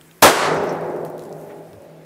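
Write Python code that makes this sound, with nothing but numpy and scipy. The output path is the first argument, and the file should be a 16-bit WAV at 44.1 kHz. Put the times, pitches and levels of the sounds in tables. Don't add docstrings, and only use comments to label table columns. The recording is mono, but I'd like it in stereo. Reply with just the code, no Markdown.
import sys
import numpy as np
from scipy import signal
from scipy.fft import rfft, irfft
from scipy.io import wavfile
from scipy.ndimage import uniform_filter1d

SR = 44100
rng = np.random.default_rng(int(sys.argv[2]) if len(sys.argv) > 2 else 0)


def materialize(psi):
    bounded = np.clip(np.atleast_2d(psi).T, -1, 1)
    quanta = np.round(bounded * 32767).astype(np.int16)
    wavfile.write(sys.argv[1], SR, quanta)


N = 90404
SHOT_S = .2245

# (frequency [Hz], relative density [dB])
ROOM_TONE_COLOUR = [(18, -44), (30, -1), (127, -5.5), (156, -1.5), (188, -9.5), (264, 4), (879, -9),
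                    (1520, -9.5), (1880, -9.5), (3090, -16.5), (15600, -31.5)]
BOOM_COLOUR = [(24, -61), (40, -54), (127, -21), (153, -8.5), (253, -8.5), (401, 2.5), (836, -1.5),
               (1120, -13), (1890, -21), (2700, -33.5), (6000, -32.5), (7800, -70), (13200, -120)]
CRACK_COLOUR = [(100, -19.5), (500, -6.5), (1000, -2), (4000, -11), (8000, -7), (15800, -29)]
BLAST_COLOUR = [(24, -48), (40, -18), (162, -22), (302, -1.5), (707, -1.5), (954, -4), (1190, -2),
                (2180, -12), (11000, -18), (15600, -21)]
FIZZ_COLOUR = [(2000, -30), (5000, 2), (9000, 4.5), (15800, 2)]
# (frequency [Hz], correlation [0-1])
AIR_LIKENESS = [(60, 0.65), (150, 0.75), (380, 0.83), (950, 0.57), (2380, 0.45), (5980, 0.21), (15000, 1)]
BOOM_LIKENESS = [(60, 0.42), (180, 0.88), (550, 0.99), (1650, 1), (4970, 0.25), (15000, 1)]
BLAST_LIKENESS = [(60, 0.94), (180, 0.91), (550, 0.99), (1650, 1), (4970, 0.95), (15000, 0.9)]
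CRACK_LIKENESS = [(40, 0), (16000, 0)]
# (frequency [Hz], t60 [s])
BOOM_DECAY = [(60, 1.3), (160, 3.25), (400, 2.1), (800, 2.07), (1500, 2.14), (4000, 1.43)]
BLAST_DECAY = [(60, 0.22), (300, 0.4), (1000, 0.98), (2000, 0.99), (3000, 0.73), (5000, 0.67), (8000, 0.59),
               (15000, 0.28)]
# (time [s], level [dB])
FIZZ_LEVELS = [
    [(0, -55), (.21, -55.5)],
    [(.6, -54), (.7, -51), (.8, -58), (1.02, -59.5), (1.15, -64), (1.24, -58), (1.31, -61), (1.4, -54),
     (1.48, -56.5), (1.55, -60), (1.7, -60.5), (1.81, -63.5), (2.05, -68)],
]
# (time [s], level [dB])
FUSE_POPS = [(0.0121, -33), (0.112, -32.5)]
METAL_CHINKS = [(0.5616, -26), (0.6714, -35), (0.6928, -27.5)]
# (frequency [Hz], level [dB], t60 [s])
POP_MODES = [(1620, -0.5, .012), (3200, 2.5, .012), (3830, 0, 0.0069), (8440, 0, 0.0054)]
CHINK_MODES = [(5400, -1.5, 0.12), (5970, -1.5, 0.082), (6200, -9, 0.061), (8100, -12, 0.055)]
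# (time [s], level [dB], left minus right [dB], brightest frequency [Hz])
GRIT_TICKS = [(.544, -27, 0, 13200), (0.639, -29, -1, 11000), (0.649, -43, 4, 13940),
              (0.726, -33.5, 0, 13000), (0.811, -41, 0.5, 8860), (.865, -47, 5, 9300), (.9, -44, 5, 8430),
              (0.963, -41, -1.5, 7440), (1.05, -31.5, 2, 9000), (1.101, -37.5, 7, 11400),
              (1.18, -39, -9, 12030), (1.194, -35, -4, 3860), (1.222, -41, 8, 7900), (1.238, -39, 0, 8600),
              (1.253, -39.5, -3, 4940), (1.294, -44, 0, 9080), (1.327, -36.5, 3, 7100),
              (1.4, -48, -2, 9000), (1.414, -46, 5, 8400), (1.464, -51.5, -2, 13200),
              (1.7315, -40.5, -1, 3000), (1.821, -46, -2, 8600)]
# (time [s], frequency [Hz], level [dB])
HUM_PATH = [(0.0, 152.6, -58), (0.11, 161.8, -54), (0.21, 171.7, -59), (0.23, 176, -36), (0.23, 179, -28),
            (0.3, 172.5, -36), (0.36, 163.6, -45), (0.51, 156.6, -24), (0.59, 160.4, -29.5),
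            (0.7, 163.1, -39.5), (0.81, 163, -35.5), (0.99, 159.2, -45.5), (1.07, 158.0, -37),
            (1.14, 158, -49.5), (1.2, 159, -46), (1.29, 156.5, -58.5), (1.35, 158.7, -40),
            (1.53, 155.4, -52.5), (1.62, 160.3, -48.5), (1.82, 169.8, -60), (1.9, 159.8, -48),
            (2.05, 158.1, -48)]
# (time [s], length [s], level [dB], low edge [Hz], high edge [Hz])
NOISE_PUFFS = [(.232, .07, -5, 300, 1970), (.36, .16, -20, 570, 3860), (1.46, .1, -51, 900, 2400),
               (1.68, .16, -48, 88, 120), (0.53, 0.11, -34, 63, 120)]
# (frequency [Hz], width [Hz], level [dB])
ROOM_MODES = [(105.8, 2.7, -14), (265.5, 4.5, -8.5), (297.6, 5.3, -5), (360.5, 3.4, 3), (406.5, 2.9, 4.5),
              (449.3, 7.4, 1), (498, 1.7, 2), (547, 3.6, 0), (591, 5.5, 2.5), (603.3, 2.2, -0.5),
              (634.5, 7.2, 0.5), (675, 6, -3), (784.5, 7.4, -6.5), (839.6, 3.8, -4)]
# (time [s], level [dB])
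BOOM_SWELLS = [(.23, -9), (.3, -9), (.4, -13.5), (.52, -4.5), (.62, -7.5), (.75, -8), (.8, -12),
               (1.05, -8.5), (1.12, -11), (1.45, -8), (1.52, -5), (1.62, -6.5), (2.05, -4.5)]


def amp(db):
    return 10 ** (np.asarray(db) / 20)


def unit_rms(x):
    return x / np.sqrt(np.mean(x ** 2) + 1e-20)


def over_frequency(points, hz):
    f, value = np.transpose(points)
    return np.interp(np.log(hz + 1), np.log(f + 1), value)


def over_time(points):
    s, value = np.transpose(points)
    return np.interp(np.arange(N) / SR, s, value)


def add(mix, start_s, sound):
    part = mix[..., round(start_s * SR):][..., :sound.shape[-1]]
    part += sound[..., :part.shape[-1]]


def noise_field(colour, likeness, decay=None, flicker_db=0., size=256):
    hop = size // 4
    frames, hz = N // hop + 5, np.fft.rfftfreq(size, 1 / SR)
    a, b, c, d, flicker = rng.standard_normal((frames, len(hz), 5)).T
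    shared = over_frequency(likeness, hz)[:, None]
    left = a + 1j * b
    right = shared * left + np.sqrt(1 - shared ** 2) * (c + 1j * d)
    flicker = unit_rms(uniform_filter1d(uniform_filter1d(flicker, 8, axis=0), 6, axis=1))
    bands = np.array([left, right]) * amp(over_frequency(colour, hz)[:, None] + flicker_db * flicker)
    rms = np.sqrt(np.mean(signal.istft(bands, nperseg=size, noverlap=size - hop)[1] ** 2))
    if decay:
        bands *= amp(-60 * np.arange(frames) * hop / SR / over_frequency(decay, hz)[:, None])
    return signal.istft(bands, nperseg=size, noverlap=size - hop)[1][:, :N] / rms


def room_tone():
    return amp(-51) * noise_field(ROOM_TONE_COLOUR, AIR_LIKENESS, flicker_db=1.5, size=1024)


def fizz():
    fuse, embers = FIZZ_LEVELS
    return amp(over_time(fuse + embers)) * noise_field(FIZZ_COLOUR, AIR_LIKENESS, flicker_db=3)


def ringing_bits(events, modes, rise_s=.00054, chatter_s=.0015):
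    t, out = np.arange(8000) / SR, np.zeros(N)
    for start_s, level_db in events:
        noise = rng.standard_normal((len(modes), len(t)))
        chatter = unit_rms(uniform_filter1d(noise, round(chatter_s * SR), axis=1))
        ring = sum(amp(level_db + db - 6.5 - 60 * t / t60) * grain * np.sin(2 * np.pi * hz * t)
                   for (hz, db, t60), grain in zip(modes, chatter))
        add(out, start_s, np.minimum(t / rise_s, 1) * ring)
    return out


def grit_ticks(snap_s=.00051, width_octaves=.69, wash_t60_s=.2):
    t, out = np.arange(6000) / SR, np.zeros((2, N))
    octave = np.log2(np.fft.rfftfreq(len(t), 1 / SR) + 1)
    shelf = amp(-2.5) * (octave > 11.3)
    snap, wash = np.exp(-t / snap_s), amp(-20 - 60 * t / wash_t60_s)
    for start_s, db, pan_db, hz in GRIT_TICKS:
        colour = np.exp(-.5 * ((octave - np.log2(hz)) / width_octaves) ** 2) + shelf
        noise = irfft(rfft(rng.standard_normal(len(t))) * colour)
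        noise /= np.sqrt(np.average(noise ** 2, weights=snap ** 2))
        add(out, start_s, amp([[db + pan_db / 2], [db - pan_db / 2]]) * noise * (snap + wash))
    return out


def hum():
    s, hz, db = np.transpose(HUM_PATH)
    t = np.arange(N) / SR
    phase = 2 * np.pi * np.cumsum(np.interp(t, s, hz)) / SR
    return np.sqrt(2) * amp(np.interp(t, s, db)) * np.sin(phase)


def puffs():
    out = np.zeros(N)
    for start_s, length_s, db, low_hz, high_hz in NOISE_PUFFS:
        bandpass = signal.butter(2, [low_hz, high_hz], "band", fs=SR, output="sos")
        rush = unit_rms(signal.sosfilt(bandpass, rng.standard_normal(12000)))
        n = round(length_s * SR)
        add(out, start_s, amp(db) * np.hanning(n) * rush[-n:])
    return out


def room_boom(modes_db=-3.5, modes_t60_s=2.725):
    t, modes, out = np.arange(N) / SR, np.zeros(N), np.zeros((2, N))
    for hz, width_hz, db in ROOM_MODES:
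        radius = np.exp(-np.pi * width_hz / SR)
        resonator = [1, -2 * radius * np.cos(2 * np.pi * hz / SR), radius ** 2]
        modes += amp(db) * unit_rms(signal.lfilter([1], resonator, rng.standard_normal(N)))
    add(out, SHOT_S, noise_field(BOOM_COLOUR, BOOM_LIKENESS, BOOM_DECAY, size=1024))
    add(out, SHOT_S, amp(modes_db - 60 * t / modes_t60_s) * unit_rms(modes))
    return out * amp(over_time(BOOM_SWELLS))


def cannon_blast(rise_s=.00071, thump_hz=108.7, thump_t60_s=.13, crack_s=.017, jet_s=.0045):
    t, out = np.arange(N) / SR, np.zeros((2, N))
    wall = np.minimum(t / rise_s, 1) * noise_field(BLAST_COLOUR, BLAST_LIKENESS, BLAST_DECAY)
    thump = amp(-60 * t / thump_t60_s) * np.sin(2 * np.pi * thump_hz * t)
    add(out, SHOT_S, amp(3.5) * wall + amp(-10) * thump)
    crack = noise_field(CRACK_COLOUR, CRACK_LIKENESS)[:, :round(crack_s * SR)]
    add(out, SHOT_S, amp(-11) * signal.windows.tukey(crack.shape[1], .3) * crack)
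    jet_ramp = t[:round(jet_s * SR)] / jet_s
    add(out, SHOT_S - jet_s, amp(-13) * jet_ramp * rng.standard_normal(len(jet_ramp)))
    return out


def scene():
    room = (room_boom() + hum() + puffs()) * amp([[-.73], [.73]])
    return (cannon_blast() + room + room_tone() + fizz() + grit_ticks()
            + ringing_bits(FUSE_POPS, POP_MODES) + ringing_bits(METAL_CHINKS, CHINK_MODES))


def record(dry, threshold_db=-18.5, duck_share=.57, sense_s=.0028, hold_s=.079, ceiling=.77):
    fall_db_per_s, recover_db_per_s = 126, 80
    step = 44
    smoothing = 1 / (sense_s * SR)
    power = signal.lfilter([smoothing], [1, smoothing - 1], (dry ** 2).mean(0))[::step]
    target_db = duck_share * np.maximum(10 * np.log10(power + 1e-12) - threshold_db, 0)
    hold, duck_db = round(hold_s * SR / step), np.zeros(len(target_db))
    for k in range(1, len(target_db)):
        gap_db = target_db[max(k - hold, 0):k + 1].max() - duck_db[k - 1]
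        move_db = np.clip(gap_db, -recover_db_per_s * step / SR, fall_db_per_s * step / SR)
        duck_db[k] = duck_db[k - 1] + move_db
    ducked = dry / amp(np.interp(np.arange(N), np.arange(len(duck_db)) * step, duck_db))
    saturated = ceiling * np.tanh(ducked / ceiling)
    low_cut = signal.butter(2, 67, "high", fs=SR, output="sos")
    high_cut = signal.firwin(511, 15700, window=("kaiser", 9), fs=SR)
    return signal.oaconvolve(signal.sosfilt(low_cut, saturated), high_cut[None], "same")


dry = scene()
out = record(dry)
materialize(out)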